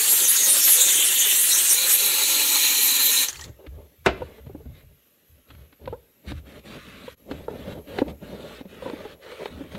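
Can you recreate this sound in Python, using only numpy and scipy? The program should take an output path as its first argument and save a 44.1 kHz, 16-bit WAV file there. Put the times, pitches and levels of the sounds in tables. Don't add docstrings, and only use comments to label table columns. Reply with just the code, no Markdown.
import sys
import numpy as np
from scipy import signal
from scipy.fft import rfft, irfft, next_fast_len
from scipy.io import wavfile
from scipy.ndimage import uniform_filter1d, map_coordinates

SR = 44100
rng = np.random.default_rng(int(sys.argv[2]) if len(sys.argv) > 2 else 0)


def unload_audio(sound):
    columns = np.transpose(np.atleast_2d(sound))
    steps = np.round(np.clip(columns, -1, 1) * 32767)
    wavfile.write(sys.argv[1], SR, steps.astype(np.int16))


N = 431298


def amp(db):
    return 10 ** (np.asarray(db) / 20)


def unit(x):
    return x / np.sqrt(np.mean(x ** 2) + 1e-20)


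def along(points, hz):
    f, v = np.transpose(points)
    return np.interp(np.log(hz + 1), np.log(f + 1), v)


def over_time(points):
    return np.interp(np.arange(N) / SR, *np.transpose(points))


def wobble(rate):
    points = rng.standard_normal(int(N * rate / SR) + 4)
    return map_coordinates(points, [np.arange(N) * rate / SR])


def filtered(x, response):
    m = next_fast_len(len(x) + SR // 2)
    return irfft(rfft(x, m) * response(np.fft.rfftfreq(m, 1 / SR)), m)[..., :len(x)]


def resonance(f, centre_hz, width_hz):
    push = 1j * f * width_hz
    return push / (centre_hz ** 2 - f * f + push)


def swell_and_fade(u, fall=1.0):
    return u * np.exp(1 - fall * u)


def patchy(patchy_db, size, comb_db, count, flares=()):
    hz, t, z = signal.stft(rng.standard_normal(N), SR, nperseg=512)
    field = rng.standard_normal(z.shape)
    for axis in (0, 1, 0, 1):
        field = uniform_filter1d(field, size[axis], axis)
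    field = patchy_db * unit(field)
    for s, centre_hz, db in flares:
        in_pitch = np.exp(-(np.log((hz + 1) / centre_hz) / .1) ** 2)
        in_time = np.exp(-((t - s) / .032) ** 2)
        field += db * np.outer(in_pitch, in_time)
    patches = signal.istft(z * amp(field), nperseg=512)[1]
    z = signal.stft(patches, nperseg=1024)[2]
    comb = rng.standard_normal(z.shape)
    for _ in range(2):
        comb = uniform_filter1d(comb, count, 1)
    return signal.istft(z * amp(comb_db * unit(comb)), nperseg=1024)[1][:N]


# (0-1, how far the 4 kHz band drops toward 3 kHz)
JET = [(0, -23.5, 1, 0), (.56, -22.5, 0, 0), (.8, -22.5, 3, 0), (.98, -22, -1, 1), (1.45, -23, 0.85, 1),
       (1.52, -23, .6, 0), (1.699, -25, 3.5, 0), (1.83, -21.5, -2.5, 0.3), (1.9, -23.5, 1, .1),
       (2.65, -22, 0, .1), (3.22, -23.5, 1, .1)]
# (per Hz, relative)
MOVING_COLOUR = [(60, -37), (369, -13.5), (561, -14), (725, -23.5), (854, -16.5), (1130, -18), (1930, -7.5),
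                 (2220, -11), (3700, -3), (4500, -6.5), (5000, -14.5), (6630, -3.5), (10300, -4.5),
                 (11300, 3), (15700, -7.5)]
# (per Hz, relative)
CORNER_COLOUR = [(60, -42), (378, -12.5), (549, -13), (676, -26), (815, -11.5), (1270, -14), (2320, -6.5),
                 (3550, -8.5), (4070, 1.5), (4420, -8), (4790, -20.5), (6790, -5.5), (8600, -18),
                 (12700, -6), (15700, -16)]
# pitch_hz, change_db
SUNK_COLOUR = [(2300, -0.5), (3000, 4.5), (3500, 3), (4200, -4), (4900, -5), (6200, 0)]
EDGES_HZ = [2200, 4800, 7800, 10400]
# level_db against the jet, moving and then cornered
MOVING_DB = (-12.5, -5, -2.5, -1, 0.5)
CORNER_DB = (-13.5, -2, -3.5, -5, -1.5)
LIFT_SHARE = (0, 0.19, 0.59, 0.98, 0.45)
# time_s, share (0-1)
REACH = [(1.74, 0.02), (1.77, 1), (1.86, 0.8), (1.885, 0), (1.93, 0.16), (1.97, 0.99), (3.27, 0.94),
         (3.3, 0.08)]
# time_s, level_db (before each band's fading factor)
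VALVE = [(3.235, 0), (3.268, -8), (3.31, -21.5), (3.34, -26), (3.462, -29), (3.472, -44), (3.53, -57),
         (3.6, -93.5)]
# time_s, pitch_hz (centre), rise_db
FLARES = [(.125, 11400, 12), (.264, 6200, 10), (.313, 11100, 11.5), (.447, 6300, 11.5), (.508, 9450, 8.5),
          (.641, 5500, 14.5), (.656, 12580, 10.5), (.729, 11000, 10), (.81, 3700, 7), (.836, 7300, 9),
          (1.03, 3300, 5), (1.24, 3400, 5), (1.53, 4000, 6), (1.55, 5800, 12), (1.71, 5870, 12.5),
          (1.94, 11500, 8), (2.03, 11200, 8), (2.078, 11800, 8), (2.84, 12000, 9), (3.05, 12500, 9)]
BRIGHT_HZ = (6570, 9300, 11300, 12600)
FLARES_PER_S, FLARE_DB = 12, 3.5


def steam():
    cornered = np.clip(over_time(REACH), 0, 1)
    shut_db = over_time(VALVE)
    chance = rng.random((40, 3))
    when = np.cumsum(2 * chance[:, 0]) / FLARES_PER_S
    which = (len(BRIGHT_HZ) * chance[:, 1]).astype(int)
    weak = zip(when, np.take(BRIGHT_HZ, which), 2 * FLARE_DB * chance[:, 2])
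    moving = patchy(2.3, size=(10, 4), comb_db=3.0, count=8, flares=[*FLARES, *weak])
    still = patchy(1.7, size=(7, 6), comb_db=3.5, count=40, flares=FLARES)

    t = np.arange(N) / SR
    s, level, lift, sink = np.transpose(JET)
    sunk = np.clip(np.interp(t, s, sink), 0, 1)
    edges, jet = [0, *EDGES_HZ, SR], np.zeros(N)
    fadings = (0.51, 0.83, 0.79, 1.17, 1.15)
    bands = zip(edges, edges[1:], MOVING_DB, CORNER_DB, LIFT_SHARE, fadings)
    for lo, hi, moving_db, corner_db, share, fading in bands:
        def band(x, colour):
            return unit(filtered(x, lambda hz: amp(along(colour, hz)) * (hz >= lo) * (hz < hi)))

        swept = band(moving, MOVING_COLOUR)
        lowered = filtered(swept, lambda hz: amp(along(SUNK_COLOUR, hz)))
        swept = (1 - sunk) * swept + sunk * lowered
        mix = np.sqrt(1 - cornered) * amp(moving_db) * swept
        mix += np.sqrt(cornered) * amp(corner_db) * band(still, CORNER_COLOUR)
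        jet += amp(np.interp(t, s, level + share * lift) + fading * shut_db) * mix
    gurgle_db = 0.53 + 1.9 * np.clip(-shut_db / 20, 0, 1)
    return jet * amp(gurgle_db * wobble(60))


# start_s, level_db (before the shaping below),
# pitch_hz (nozzle ring), decay_s (time for the puff to fall 60 dB)
SPITS = [(3.283, -13, 6130, 0.05), (3.3283, -20, 6900, 0.015), (3.356, -22, 2420, 0.02),
         (3.392, -24, 1130, 0.025), (3.41, -22, 5850, 0.025), (3.44, -20.5, 4120, 0.018)]


def spits():
    out, t = np.zeros(N + SR), np.arange(SR // 10) / SR
    for s, db, pitch_hz, decay_s in SPITS:
        fall = amp(db - 12.0 - 60 * t / max(decay_s, .005))
        puff = fall * (1 - np.exp(-t / 0.0023)) * rng.standard_normal(len(t))
        ringing = filtered(puff, lambda f: .6 + 4 * resonance(f, pitch_hz, 350))
        out[round(s * SR):][:len(t)] += ringing
    bright = [(300, 6), (1500, 9.0), (7000, 11), (15000, -6.5)]  # pitch_hz, level_db
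    return filtered(out[:N], lambda hz: amp(along(bright, hz)))


# start_s, peak_db, pitch_hz (at the start), cycles (to the peak)
BUBBLES = [(3.344, -40, 3000, 6), (3.369, -42, 4300, 14), (3.394, -37, 2950, 5), (3.418, -38, 1800, 8)]


def droplets():
    out, t = np.zeros(N), np.arange(SR // 40) / SR
    for s, db, pitch_hz, cycles in BUBBLES:
        u = t * pitch_hz / cycles
        note = np.sin(2 * np.pi * pitch_hz * t * (1 + .014 * u))
        out[round(s * SR):][:len(t)] += amp(db) * swell_and_fade(u) * note
    return out


def strokes(rows, edges, rest_db):
    t = np.arange(0, N, 32) / SR
    power = amp(2 * rest_db)
    rise, fall = edges
    for s, length, db, swell_db in rows:
        held = db + swell_db * (np.clip((t - s) / length, 0, 1) - .5)
        before, after = np.maximum(s - t, 0), np.maximum(t - s - length, 0)
        power = power + amp(2 * (held - rise * before - fall * after))
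    return np.interp(np.arange(N) / SR, t, np.sqrt(power))


# start_s, length_s,
# fibre_db, upper_drone_db, deep_drone_db, swell_db (change over the stroke)
RUBS = [(3.412, 0.073, -60, -50.5, -50, 4.5), (3.6, 0.055, -68, -50, -60, 0),
        (3.745, 0.11, -72, -52, -58, 0), (4.175, 0.22, -58.5, -51.5, -56, -4.5),
        (4.392, .33, -71.5, -60, -56.5, -4), (4.753, 0.058, -61, -60.5, -61, -0.5),
        (5.49, .17, -65.5, -64, -66, -5), (5.822, 0.104, -65, -53, -53, 1),
        (6.283, 0.029, -44, -43.5, -38, -1), (6.345, 0.039, -55, -57.5, -53, 5),
        (6.466, .13, -54, -49, -46.5, 3), (6.66, .11, -47, -48.5, -47, 2.5),
        (6.789, 0.3386, -50, -52, -49.5, -0.5), (7.22, 0.078, -75, -57, -54, 6),
        (7.306, .15, -55, -43, -42.5, -7), (7.499, 0.057, -57.5, -40, -42.5, -5.5),
        (7.55, 0.18, -51.5, -42, -41.5, 6.5), (7.755, 0.032, -57, -38.5, -40.5, -0.5),
        (7.889, 0.12, -48.5, -38, -42.5, 7.5), (8.057, 0.045, -54, -39, -37.5, 11),
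        (8.233, 0.157, -52.5, -45.5, -44.5, -0.5), (8.406, .2, -48.5, -42.5, -47, -1.5),
        (8.698, 0.12, -53.5, -51, -51.5, 1), (8.825, .31, -50.5, -42, -47, -3.5),
        (9.23, .25, -49, -43, -56, 4), (9.507, .2, -54.5, -50.5, -46.5, -3),
        (9.724, .1, -49.5, -41, -40.5, 0)]
# (per Hz, relative)
FIBRES = [(440, -47.5), (750, -54), (1100, 0), (1950, -1.5), (3900, -4), (4990, -16), (10300, -20.5),
          (15700, -30)]
# pitch_hz, width_hz, level_db (relative)
PANEL = [(184, 160, -0.5), (264, 150, 1.5), (420, 81, 0.5), (582, 84, -1), (907, 200, -13)]
# rise_db_per_s, fall_db_per_s
HISS_EDGES = (610, 650)
DRONE_EDGES = (400, 420)
RUSTLE_DB, HUM_DB = -74, -71
LUMPS_DB, LUMPS_PER_S = 3, 40


def towel():
    def rub_gain(column, edges, rest_db):
        rows = [(row[0], row[1], row[column], row[5]) for row in RUBS]
        return strokes(rows, edges, rest_db)

    hiss = rub_gain(2, HISS_EDGES, RUSTLE_DB)
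    upper = rub_gain(3, DRONE_EDGES, HUM_DB)
    deep = rub_gain(4, DRONE_EDGES, HUM_DB)

    catches = patchy(1.5, size=(6, 6), comb_db=3.5, count=8) * amp(0.74 * wobble(300))
    fibres = filtered(catches, lambda hz: amp(along(FIBRES, hz)))
    fibres /= np.std(filtered(fibres, lambda hz: (hz > 1500) & (hz < 4500)))

    def lining(modes):
        return lambda f: sum((-1) ** k * amp(db) * resonance(f, centre_hz, width_hz)
                             for k, (centre_hz, width_hz, db) in enumerate(modes))

    lumps = rng.standard_normal(N) * amp(LUMPS_DB * wobble(LUMPS_PER_S))
    lumps = filtered(lumps, lambda hz: 1 / (1 + 1j * hz / 1400) ** 2)
    drone = deep * unit(filtered(lumps, lining(PANEL[:2])))
    drone += upper * unit(filtered(lumps, lining(PANEL[2:])))
    return hiss * amp(0.61 * wobble(25)) * fibres + amp(1.5 * wobble(12)) * drone


# (60 dB fall, before "faster" shortens it)
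CABIN = [(100, 0.33), (1000, .3), (4000, 0.29), (12000, 0.04)]


def dying(spectrum, faster):
    hz, t, z = signal.stft(rng.standard_normal(SR // 2), SR, nperseg=256)
    decay_s = along(CABIN, hz)[:, None] / faster
    shape = amp(along(spectrum, hz)[:, None] - 60 * t / decay_s)
    tail = signal.istft(z * shape, SR, nperseg=256)[1][:SR // 2]
    return tail / np.linalg.norm(tail)


# pitch_hz, level_db (against the bang), decay_s (time to fall 95 dB)
STEAMER = [(70.2, -22.5, 0.5), (385, -2, 0.14), (654, -14, 0.17), (1490, -12.5, 0.16), (1896, -19, 0.083),
           (2100, -19, 0.23), (2740, -20.5, 0.1), (2950, -19, 0.2), (3590, -13.5, 0.033)]
# (per Hz, relative)
CLATTER = [(59, -52), (100, -8.5), (265, -12.5), (404, -6), (1020, -14), (2660, -18), (5010, -34),
           (15700, -40.5)]
BANG_S, BANG_DB = 4.061, -6.5


def bang():
    out, t = np.zeros(N), np.arange(SR // 2) / SR
    start = round(BANG_S * SR)
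    ring = sum(amp(db - 95 * t / decay_s) * np.sin(2 * np.pi * pitch_hz * t)
               for pitch_hz, db, decay_s in STEAMER)
    out[start:][:len(t)] = amp(BANG_DB) * ring * (1 - np.exp(-t / 0.0023))
    rattle = dying(CLATTER, faster=2.7) * (1 - np.exp(-t / 0.001))
    out[start:][:len(t)] += amp(BANG_DB + 22.0) * rattle
    graze = amp(-np.arange(900)[::-1] / 24) * rng.standard_normal(900)
    graze = filtered(graze, lambda f: resonance(f, 1350, 500))
    out[start - 900:][:900] += amp(BANG_DB - 8.5) * graze
    return out


# start_s, level_db (peak of the main note), pitch_hz,
# scuff_db (before its colour), rise_s,
# and for a squeezed one also bend (upward share of the pitch per rise time)
KNOCKS = [(3.486, -37, 115, -62, 0.009), (3.663, -41, 300, -44, 0.006), (4.206, -33, 332, -60, 0.004),
          (4.218, -25.5, 498, -50, 0.0045), (4.38, -42.5, 462, -60, 0.0069), (4.462, -35, 130, -56, 0.008),
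          (4.494, -37, 400, -67, 0.0049), (4.547, -31, 290, -72, 0.005), (4.602, -44, 440, -72, 0.007),
          (4.654, -39, 250, -66, 0.0066), (5.502, -48, 285, -43.5, 0.0055), (5.549, -49, 202, -50, 0.0026),
          (5.724, -52, 283, -51.5, 0.0062), (5.856, -49, 537, -42, 0.0032), (5.875, -25, 510, -40, 0.0035),
          (5.925, -28, 430, -56, 0.007, .06), (6.317, -29.5, 292, -38, 0.004),
          (7.079, -30, 510, -52, 0.0033), (7.311, -25, 281, -32, 0.005), (7.481, -22, 464, -49, 0.0029),
          (7.674, -38, 500, -50, 0.005), (7.871, -38, 287, -50, 0.0072), (7.985, -19, 395, -25, 0.0038),
          (8.016, -12, 278, -48, 0.0041), (8.08, -32, 254, -42.5, 0.0039), (8.609, -31, 270, -48, 0.0035),
          (8.651, -35, 186, -57, 0.0068), (8.822, -30, 520, -51, 0.004), (8.857, -27, 520, -49.5, 0.006),
          (8.877, -31, 480, -42, 0.005), (8.898, -26, 470, -35, 0.0026), (8.933, -23, 300, -55, 0.003),
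          (9.001, -39, 603, -46, 0.0052), (9.049, -30, 430, -45, 0.0071), (9.316, -37, 504, -41, 0.0063),
          (9.456, -26, 445, -27.5, 0.0029), (9.605, -29.5, 282, -61, 0.0066),
          (9.748, -30.5, 203, -35, 0.0049)]


def knocks():
    notes, thuds, scuffs = np.zeros((3, N + SR))
    t = np.arange(SR // 10) / SR
    for s, db, pitch_hz, scuff_db, rise, *bend in KNOCKS:
        u = t / max(rise, .001)
        start = round(s * SR)
        at = slice(start, start + len(t))
        waver = 0.3 * uniform_filter1d(rng.standard_normal(len(t)), size=100)
        phase = 2 * np.pi * pitch_hz * np.cumsum(1 + waver + sum(bend) * u) / SR
        edge = min(amp(.6 * (db + 18)), .6)
        overtones = np.sin(1.9 * phase) + .3 * np.sin(2.9 * phase)
        note = np.sin(phase) + edge * np.exp(-.2 * u) * overtones
        notes[at] += amp(db) * swell_and_fade(u) * note
        thuds[at] += amp(db + 6) * swell_and_fade(u, 1.4) * rng.standard_normal(len(t))
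        scuffs[at] += amp(scuff_db + 6) * swell_and_fade(u, 1.45) * rng.standard_normal(len(t))
    # pitch_hz, level_db
    dull = [(100, -2.5), (250, 5), (600, 4), (850, -9), (1700, -20), (2500, -45)]
    bright = [(300, -10), (1200, 6), (4000, 0), (6000, -24), (15000, -28)]
    thud = filtered(thuds[:N], lambda hz: amp(along(dull, hz)))
    scuff = filtered(scuffs[:N], lambda hz: amp(along(bright, hz)))
    return notes[:N] + thud + scuff


# start_s, length_s, level_db, swell_db (change over the thud)
THUDS = [(3.31, 0.18, -49, 13), (3.68, 0.14, -42, -8), (3.99, .04, -54, .1), (4.064, 0.067, -35, -8),
         (4.21, 0.026, -36, -2), (4.41, 0.2, -46, 0), (4.665, 0.074, -42, -8), (4.84, 0.065, -50, -2),
         (5.3, .05, -56, 5.7), (5.5, 0.13, -48.5, 0), (5.82, 0.078, -42, 13), (6.275, 0.11, -35.5, 2),
         (7.31, 0.11, -42.5, -3), (9.55, .04, -44.5, -7.5)]
# (per Hz, relative)
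SHAKE = [(38, -21.5), (50, -6.5), (68, 5), (113, -10), (150, -10.5), (200, -32), (330, -120)]
# rise_db_per_s, fall_db_per_s
THUD_EDGES = (1700, 200)
STILL_DB, SWAY_DB = -79.5, -6


def body():
    sway = unit(filtered(rng.standard_normal(N), lambda hz: amp(along(SHAKE, hz))))
    recent_power = np.abs(uniform_filter1d(sway ** 2, size=900))
    sway = sway / (recent_power + .05) ** .4 * amp(1.5 * wobble(17))
    pushes = [(s, length, deep_db + SWAY_DB, swell) for s, length, _, _, deep_db, swell in RUBS]
    return strokes([*THUDS, *pushes], THUD_EDGES, STILL_DB) * unit(sway)


def scene():
    taps, drop = knocks(), bang()
    room = dying([(100, 0.5), (1500, -4), (15000, 2.5)], faster=0.73)
    cabin = signal.fftconvolve(amp(-20) * taps + amp(-15) * drop, room)[:N]
    total = steam() + spits() + droplets() + towel() + body() + taps + drop + cabin
    return total[None].repeat(2, axis=0)


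# (per Hz, relative)
HISS = [(65, -39.5), (110, -13.5), (390, -10.5), (700, -17), (1400, -19), (2630, -9.5), (4900, -17),
        (6700, -14), (8800, -18), (10400, -19.5), (10900, -7), (11900, -0.5), (13000, -8.5), (13800, -18),
        (15700, -16)]
# time_s, level_db
HISS_DB = [(0, -61), (6.9, -64), (7.8, -59.5), (8.6, -63.5), (9.78, -65)]
# start_s, deepest_s, end_s, depth_db
DIP = (7.145, 7.157, 7.18, -18)
LIMIT = .85
TOP_HZ = 15750


def record(dry):
    noise = patchy(1.1, size=(4, 8), comb_db=3, count=8)
    hiss = amp(over_time(HISS_DB)) * unit(filtered(noise, lambda hz: amp(along(HISS, hz))))
    dip = amp(np.interp(np.arange(N) / SR, DIP[:3], [0, DIP[3], 0]))
    heard = (dry[0] + hiss) / (1 + (dry[0] / LIMIT) ** 4) ** (1 / 4)
    return np.tile(filtered(heard * dip, lambda hz: hz < TOP_HZ), (len(dry), 1))


dry = scene()
out = record(dry)
unload_audio(out)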